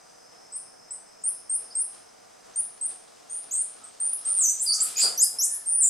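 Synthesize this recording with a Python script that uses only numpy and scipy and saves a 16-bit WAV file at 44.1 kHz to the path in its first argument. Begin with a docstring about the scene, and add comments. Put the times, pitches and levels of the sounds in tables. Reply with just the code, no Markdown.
"""An insect whines over a hissing chorus and quiet outdoor air while leaves rustle faintly; then squirrel monkeys
call from a big tree. Thin gliding whistles flick upward at the end, and arched calls, steep chirps and hoarse notes
follow; limbs and leaves scatter each call into a short tail. Foliage is shaped noise that rises and dies with each
shake, a leaping animal's landings are bursts of low noise, and far callers and insects are narrow bands of noise."""
import sys
import numpy as np
from scipy import signal
from scipy.fft import rfft, irfft, next_fast_len
from scipy.io import wavfile

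SR = 44100
rng = np.random.default_rng(int(sys.argv[2]) if len(sys.argv) > 2 else 0)


def dump(signal):
    """Clip the signal to [-1, 1] and save it as 16-bit WAV at the path in sys.argv[1]."""
    limited = np.clip(np.atleast_2d(signal).T, -1, 1)
    pcm = np.round(limited * 32767).astype(np.int16)
    wavfile.write(sys.argv[1], SR, pcm)


N = 259749  # samples
CUTOFF_HZ = 15900

SLIDE_SHARE = 0.32  # part of a peep's rise outside the final flick
FLICK_HZ_PER_S = 390000  # over the rise in Hz, this is the flick's growth rate: a wider rise takes longer
# Peeps and chirps, levels before the voice trim:
# start_s, length_s, start_hz, top_hz, level_db, crescendo_db, direct_path_db
PEEPS = [ (.52, 0.054, 7860, 10780, -35.5, 9.5, 2), (.906, .023, 7690, 10220, -31.5, -5.5, -1.5),
         (1.236, 0.06, 8360, 11500, -27.5, 9.5, 5), (1.494, 0.074, 8320, 11360, -27.5, 3, 4.5),
         (1.75, 0.076, 8210, 11320, -26, 3, 3.5), (2.557, 0.054, 8540, 11000, -27, 8, 4.5),
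         (2.81, 0.06, 8070, 10700, -28.5, 2, 3), (3.296, 0.068, 8660, 10770, -27, -3.5, -10),
         (3.537, 0.088, 8265, 10620, -27, 2, 3), (4.129, 0.012, 8830, 11670, -21, 8, 1),
         (4.595, .048, 7030, 13000, -24, 4.5, -0.5), (4.8, .044, 6980, 13600, -22, 3.5, 2.5),
         (4.967, 0.074, 6560, 12760, -20, -4.5, -5.5), (5.174, 0.077, 5540, 13300, -24, 16, 6),
         (5.384, 0.075, 5144, 12080, -25, 7, 2.5), (5.43, 0.11, 8770, 11880, -27.5, 12.5, -16)]


def peeps(swell_db=3.5, pan_db=0.37, bright_db=6.5):
    """The pitch slides up, then shoots up just before the call stops; leaves in the way weaken the direct path."""
    out = np.zeros((2, N))
    for start, length, start_hz, top_hz, call_db, crescendo_db, direct_db in PEEPS:
        t = np.arange(int(length * SR)) / SR
        rise_hz = top_hz - start_hz
        progress = t / length
        flick = np.exp((t - length) * FLICK_HZ_PER_S / rise_hz)
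        pitch_hz = start_hz + rise_hz * progress * (SLIDE_SHARE + (1 - SLIDE_SHARE) * flick)
        # the voice swells where the flick sets in
        swell = np.sin(np.pi * flick) - 0.5
        level_db = call_db + crescendo_db * (progress - 0.5) + swell_db * swell
        call = whistle(pitch_hz, level_db, overtone_at(call_db) + bright_db)
        add(out, start, canopy(call, direct_db))
    return out * from_db([[pan_db], [-pan_db]])


# Plain upward glides, most of them leading into a peep, levels before the voice trim:
# start_s, length_s, start_hz, end_hz, level_db, direct_path_db
GLIDES = [ (1.202, .03, 6300, 7960, -50.5, -19), (1.702, 0.0288, 4400, 5240, -47.5, 0.5),
          (2.531, .035, 5600, 7030, -49, -6), (3.287, .026, 5800, 6970, -47, -5),
          (3.509, 0.036, 6010, 8390, -27.5, -1.5), (3.835, 0.021, 7500, 8740, -40, 0.5),
          (3.999, 0.11, 8460, 9420, -27.5, 2)]


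def glides(effort_db=6.0, bright_db=4.0, ease=0.731, soft_db=-7.5, swell_s=0.0045):
    """The pitch rises and eases off; the voice swells out of a soft start."""
    out = np.zeros((2, N))
    for start, length, start_hz, end_hz, call_db, direct_db in GLIDES:
        t = np.arange(int(length * SR)) / SR
        progress = t / length
        pitch_hz = start_hz + (end_hz - start_hz) * progress * (1 + ease * (1 - progress))
        level_db = call_db + soft_db * np.exp(-t / swell_s)
        call = whistle(pitch_hz, level_db, overtone_at(call_db + effort_db) + bright_db)
        add(out, start, canopy(call, direct_db))
    return out


ARCH_RISE_S, ARCH_FLICK_S = 0.028, 0.028  # climb to the crest (time constant), closing flick
ARCH_SWELL_S = 0.01  # time constant of the swell out of a soft start
ARCH_PUSH_AFTER_S, ARCH_PUSH_S = 0.014, 0.005  # the push comes this long into the fall, and takes this long
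ARCH_FLICK_DB = -4  # the voice thins out in the flick
# Arched calls, levels before the voice trim:
# start_s, length_s, crest_s, fall_s, start_hz, crest_hz, dip_hz, top_hz,
# level_db, soft_start_db, push_in_fall_db, overtone_db (before the throat)
ARCHES = [ (4.249, 0.26, .1, 0.12, 7870, 9340, 5968, 8970, -23.5, -7, 2.5, -4),
          (4.66, 0.098, 0, .039, 4975, 4970, 4515, 8970, -27, 0.5, 3, -1),
          (5.656, .22, .13, .063, 8080, 9430, 7010, 10300, -22, -19.5, 4, 5)]


def arches(roughness=0.0042, direct_db=-1.5, flick_bend=1.0):
    """Calls move to a crest, swing down through a dip while growing louder, and end in an upward flick."""
    out = np.zeros((2, N))
    for (start, length, crest_s, fall_s, start_hz, crest_hz, dip_hz, top_hz,
         call_db, soft_db, push_db, overtone_db) in ARCHES:
        t = np.arange(int(length * SR)) / SR
        falling_s = np.maximum(t - crest_s, 0)
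        push = np.clip((falling_s - ARCH_PUSH_AFTER_S) / ARCH_PUSH_S, 0, 1)
        flick = np.maximum(1 - (length - t) / ARCH_FLICK_S, 0) ** flick_bend
        pitch_hz = crest_hz + (start_hz - crest_hz) * np.exp(-t / ARCH_RISE_S)
        pitch_hz += (dip_hz - crest_hz) * np.sin(np.pi / 2 * falling_s / fall_s) ** 2
        pitch_hz += (top_hz - pitch_hz) * flick
        level_db = call_db + soft_db * np.exp(-t / ARCH_SWELL_S) + push_db * push + ARCH_FLICK_DB * flick
        call = whistle(pitch_hz, level_db, overtone_db, waver=roughness)
        add(out, start, canopy(call, direct_db))
    return out


# Low, hoarse notes among the chirps, levels before the voice trim:
# start_s, length_s, pitch_hz, level_db, overtone_db (before the throat), roughness (share of the pitch)
RASPS = [(4.956, 0.029, 2455, -40, 8.5, 0.023), (5.004, 0.043, 4837, -20.5, -9, 0.059),
         (5.212, 0.0335, 5130, -27.5, 0, 0.026)]


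def rasps(direct_db=-5.0):
    """Hoarse notes hold one unsteady pitch."""
    out = np.zeros((2, N))
    for start, length, hz, level_db, overtone_db, roughness in RASPS:
        pitch_hz = np.full(int(length * SR), hz)
        call = whistle(pitch_hz, level_db, overtone_db, waver=roughness)
        add(out, start, canopy(call, direct_db))
    return out


ATTACK_S = 0.004
# How a small throat and mouth pass the whistle: frequency_hz, gain_db
THROAT = [(2300, 0), (4500, 1), (9000, 0.5), (10500, -5), (12000, -13), (13500, -21.5), (15500, -42)]


def whistle(pitch_hz, level_db, overtone_db, release_s=0.0017, waver=0.0021, third_db=-13):
    """A slightly unsteady tone with two overtones, shaped by the throat."""
    size = len(pitch_hz)
    t = np.arange(size) / SR
    pitch_hz = pitch_hz * (1 + waver * drift(717, size))
    phase = 2 * np.pi * np.cumsum(pitch_hz) / SR
    tone = np.zeros(size)
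    for k, partial_db in enumerate((0, overtone_db, overtone_db + third_db), 1):
        # partials fade out over 1 kHz above the cutoff
        audible = np.clip((CUTOFF_HZ + 1000 - k * pitch_hz) / 1000, 0, 1)
        throat_db = at_hz(THROAT, k * pitch_hz)
        tone += audible * from_db(partial_db + throat_db) * np.sin(k * phase)
    gate = np.clip(np.minimum(t / ATTACK_S, (t[-1] - t) / release_s), 0, 1)
    return np.sqrt(2) * tone * from_db(level_db) * np.sin(np.pi / 2 * gate) ** 2


def overtone_at(level_db, full_voice_db=-25, fade_db_per_db=7):
    """The harder a monkey calls, the stronger its overtones, up to full voice."""
    return fade_db_per_db * min(level_db - full_voice_db, 0)


def canopy(call, direct_db, near_db=-2.5, near_t60=0.27, far_db=-4.0, far_t60=0.45, near_alike=0.75,
           far_alike=0.69, build_s=0.0062, limb_s=0.033, limb_echo_db=-15):
    """The direct call, echoes off limbs, a quick spray off nearby leaves, and a wider tail from the whole crown."""
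    t = np.arange(SR * 3 // 4) / SR
    response = np.zeros((2, len(t)))
    for level_db, t60, alike in ((near_db, near_t60, near_alike), (far_db, far_t60, far_alike)):
        fade = 10 ** (-3 * t / t60)  # 60 dB down after t60 seconds
        density = fade * (1 - np.exp(-(t / build_s) ** 2))
        response += from_db(level_db) * stereo_noise(alike, len(t)) * density / np.linalg.norm(density)
    # late copies of a gliding tone beat against it and make it flutter
    delays_s = 2 * build_s + limb_s * rng.random(size=3)
    response[:, (delays_s * SR).astype(int)] += from_db(limb_echo_db)
    response[:, 0] += from_db(direct_db)
    return signal.fftconvolve(call[None], response, axes=1)


# Stirring of the leaves as the troop moves: faint, then growing, with a brief surge near 5 s before it fades.
# Levels before the stir and leaf trims: time_s, level_db
STIR = [(0.0, -69), (0.69, -71), (3.64, -62), (4.86, -59), (4.99, -48.5), (5.15, -61), (5.68, -65.5),
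        (5.89, -69.5)]
# A branch is brushed or shaken, before the leaf and twig trims: start_s, leaf_db, twig_db, decay_s
RUSTLES = [ (.09, -65, -65, .05), (.31, -68, -56, 0.15), (1.28, -64, -56, .08), (1.6, -65, -52.5, 0.09),
           (1.92, -60, -55.5, 0.092), (2.44, -64.5, -53, 0.17), (2.89, -55, -46.5, 0.042),
           (3.42, -63.5, -55, 0.14), (3.75, -70, -50, 0.035), (3.99, -68, -53, 0.15),
           (4.24, -58.5, -53.5, 0.3), (4.785, -50.5, -48, 0.13), (4.86, -46.5, -49.5, 0.097),
           (4.976, -36.5, -54, 0.074), (5.031, -52.5, -39.5, 0.093), (5.32, -64, -50.5, 0.15)]
# Colour of brushed leaves: frequency_hz, relative_level_db (per Hz)
LEAVES = [(300, -23), (1000, -11.5), (1800, -2.5), (3000, 5.5), (5000, 8), (9000, 7.5), (13000, -12.5),
          (16000, -58)]
# Dull colour of swaying twigs and of the outdoor air: frequency_hz, relative_level_db (per Hz)
AIR = [(15, -55), (25, -24), (69, -16.5), (234, -5.5), (409, -3.5), (468, 3), (525, -2.5), (649, 3),
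       (743, 4.5), (802, -2), (1090, -6.5), (1200, -5), (1460, -7.5), (2500, -16), (3250, -24.5),
       (5500, -120)]


def foliage(leaf_db=7.0, twig_db=1.5, crackle_db=1.0, snaps_per_s=450, snap_db=-10.5, stir_db=-2, sway_db=-60):
    """Leaves brush in small uneven bursts and tick against each other, over the duller sway of twigs."""
    leaf_power = from_db(in_time(STIR)[0] + stir_db) ** 2
    twig_power = from_db(sway_db) ** 2  # twigs sway all the time
    for start, leaves_db, twigs_db, decay_s in RUSTLES:
        motion = shake(start, 0.012, decay_s)
        leaf_power = leaf_power + (from_db(leaves_db) * motion) ** 2
        twig_power = twig_power + (from_db(twigs_db) * motion) ** 2
    brushing = rms_one(broad(LEAVES) * from_db(crackle_db * drift(300, N)))
    snaps = (rng.random(N) < snaps_per_s / SR) * rng.standard_normal(N)
    tick_band = signal.butter(2, [1200, 5000], "band", fs=SR, output="sos")
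    ticking = rms_one(signal.sosfilt(tick_band, snaps + 1e-18))
    leaves = (brushing + from_db(snap_db) * ticking) * from_db(leaf_db) * np.sqrt(leaf_power)
    twigs = broad(AIR) * from_db(twig_db) * np.sqrt(twig_power)
    return leaves + twigs


# An animal's weight on a limb: start_s, level_db, decay_s
LANDINGS = [(4.785, -52, 0.05), (5.027, -30, 0.061), (5.32, -60, 0.11)]
# Colour of a thrashing bough: frequency_hz, relative_level_db (per Hz)
BOUGH = [(53, -52), (90, -52), (274, -23), (431, -9.5), (544, -12), (707, -3.5), (868, -17.5),
         (1370, -12.5), (2400, -53), (3120, -49), (5280, -120)]


def landings(give_s=0.014):
    """A bough gives under a leaping animal and thrashes to rest."""
    swing = sum(from_db(level_db) * shake(start, give_s, decay_s) for start, level_db, decay_s in LANDINGS)
    return swing * broad(BOUGH)


def shake(start, attack_s, decay_s):
    """Motion of a disturbed branch: it builds quickly and dies away."""
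    t = np.maximum(np.arange(N) / SR - start, 0)
    return (1 - np.exp(-t / attack_s)) * np.exp(-t / decay_s)


# Far-off callers, blurred by distance: start_s, length_s, pitch_hz, blur_hz, level_db
FAR_CALLS = [(3.75, 0.17, 1260, 170, -57), (4.194, 0.19, 1280, 170, -53.5), (4.38, 0.084, 1265, 164, -49),
             (4.678, 0.31, 1284, 169.2, -49), (5.118, 0.23, 1744, 75, -58.5), (5.437, 0.26, 1760, 76, -59),
             (5.663, .3, 1786, 75, -60.5)]


def far_calls():
    """Faint notes from far away, smeared into narrow bands, swell and fade."""
    out = np.zeros((2, N))
    for start, length, hz, blur_hz, level_db in FAR_CALLS:
        progress = np.clip((np.arange(N) / SR - start) / length, 0, 1)
        out += from_db(level_db) * np.sin(np.pi * progress) * narrow(hz, blur_hz)
    return out


# Bouts of the nearest insect: start_s, end_s, rise_s, fall_s, level_db
INSECT_BOUTS = [(0, 1.03, .3, .12, -58.5), (0.992, 2.35, 0.115, .5, -59), (3.904, 6.2, 0.37, .3, -59)]


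def near_insect(width=190, sung_hz=5277, wind_up_hz_per_s=620, idle_db=-68.5):
    """One insect idles between bouts; each bout winds up in pitch and level, holds and fades."""
    t = np.arange(N) / SR
    gain, hz = from_db(idle_db), sung_hz
    for start, end, rise_s, fall_s, level_db in INSECT_BOUTS:
        bout = np.clip(np.minimum((t - start) / rise_s, (end - t) / fall_s), 0, 1)
        gain = np.maximum(gain, from_db(level_db) * bout)
        hz = hz - wind_up_hz_per_s * np.maximum(start + rise_s - t, 0) * (t >= start)
    return gain * blurred_tone(hz, width)


# Bands of the insect chorus, before its swell: centre_hz, width_hz, level_db
INSECT_BANDS = [(4960, 390, -58), (6070, 500, -56), (8340, 2000, -57.5)]
# Swell of the chorus: time_s, gain_db
CHORUS_SWELL = [(0, -6), (.35, -7.5), (1.9, -10), (2.3, -9), (3.9, -14), (4.3, -4.5), (5.89, -5.5)]


def insects():
    """One insect sings over a distant chorus that hisses in a few narrow bands."""
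    swell_db, = in_time(CHORUS_SWELL)
    chorus = sum(from_db(level_db) * narrow(hz, width) for hz, width, level_db in INSECT_BANDS)
    return from_db(swell_db) * chorus + near_insect()


def outdoor_air(level_db=-56):
    """The quiet outdoor floor, a steady diffuse noise."""
    return from_db(level_db) * broad(AIR)


# Colour of the microphone hiss: frequency_hz, relative_level_db (per Hz)
HISS = [(20, 7.5), (60, -4), (300, -15), (14000, -8), (15500, -14)]


def microphone_hiss(level_db=-74):
    """Steady noise of the microphone."""
    return from_db(level_db) * broad(HISS)


# Left-right likeness of the surroundings: frequency_hz, correlation (-1 to 1)
LIKENESS = [(30, 1), (80, 0.8), (170, -0.063), (350, -0.53), (700, -0.64), (1050, 0.16), (1400, 0.15),
            (2100, 0.39), (3500, 0.66), (12000, 0.69)]


def surround(colour_db):
    """Diffuse stereo noise of rms 1, coloured by a function of frequency."""
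    size = next_fast_len(N, real=True)
    hz = np.arange(size // 2 + 1) * SR / size
    mid, side = rfft(rng.standard_normal((2, size))) * from_db(colour_db(hz))
    alike = np.clip(at_hz(LIKENESS, hz), -1, 1)
    stereo = np.sqrt(1 + alike) * mid + np.sqrt(1 - alike) * side * [[1], [-1]]
    return rms_one(irfft(stereo, size)[:, :N])


def broad(spectrum):
    """Diffuse noise with a given spectrum."""
    return surround(lambda hz: at_hz(spectrum, hz))


def narrow(centre_hz, width):
    """Diffuse noise in one narrow resonance."""
    return surround(lambda hz: -20 * np.log10(1 + ((hz - centre_hz) / width * 2) ** 2))


def blurred_tone(hz, width):
    """A narrow band of sound whose centre follows a pitch."""
    glide = np.exp(2j * np.pi * np.cumsum(hz - hz.mean()) / SR)
    return np.real(signal.hilbert(narrow(hz.mean(), width)) * glide)


def stereo_noise(alike, size):
    """Two white noises with the given correlation."""
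    mid, side = rng.standard_normal((2, size))
    alike = np.clip(alike, -1, 1)
    return np.sqrt((1 + alike) / 2) * mid + np.sqrt((1 - alike) / 2) * side * [[1], [-1]]


def drift(rate, size):
    """Random wandering: rate normal draws a second, joined by straight lines."""
    steps = np.arange(size) * rate / SR
    return np.interp(steps, np.arange(size), rng.standard_normal(size))


def from_db(db):
    """Decibels to gain."""
    return 10 ** (np.asarray(db) / 20)


def rms_one(x):
    """Scale to unit rms."""
    return x / np.sqrt(np.mean(x ** 2) + 1e-20)


def in_time(rows):
    """Each column of a curve at every sample."""
    s, *columns = np.transpose(rows)
    return [np.interp(np.arange(N) / SR, s, c) for c in columns]


def at_hz(points, hz):
    """Read a spectrum on a log-frequency axis."""
    point_hz, value = np.array(points).T
    return np.interp(np.log(hz + 1e-9), np.log(point_hz), value)


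def add(out, start_s, sound):
    """Mix a stereo sound in at a given time."""
    i = int(np.clip(round(start_s * SR), 0, N))
    out[:, i:i + sound.shape[1]] += sound[:, :N - i]


def scene(voice_db=-2.0):
    """Monkeys in the tree over the outdoor floor."""
    monkeys = from_db(voice_db) * (peeps() + glides() + arches() + rasps())
    tree = foliage() + landings()
    background = far_calls() + insects() + outdoor_air() + microphone_hiss()
    return monkeys + tree + background


def record(dry):
    """A steep low-pass cuts the top."""
    low_pass = signal.ellip(10, 0.1, 80, CUTOFF_HZ, fs=SR, output="sos")
    return signal.sosfilt(low_pass, dry)


dry = scene()
out = record(dry)
dump(out)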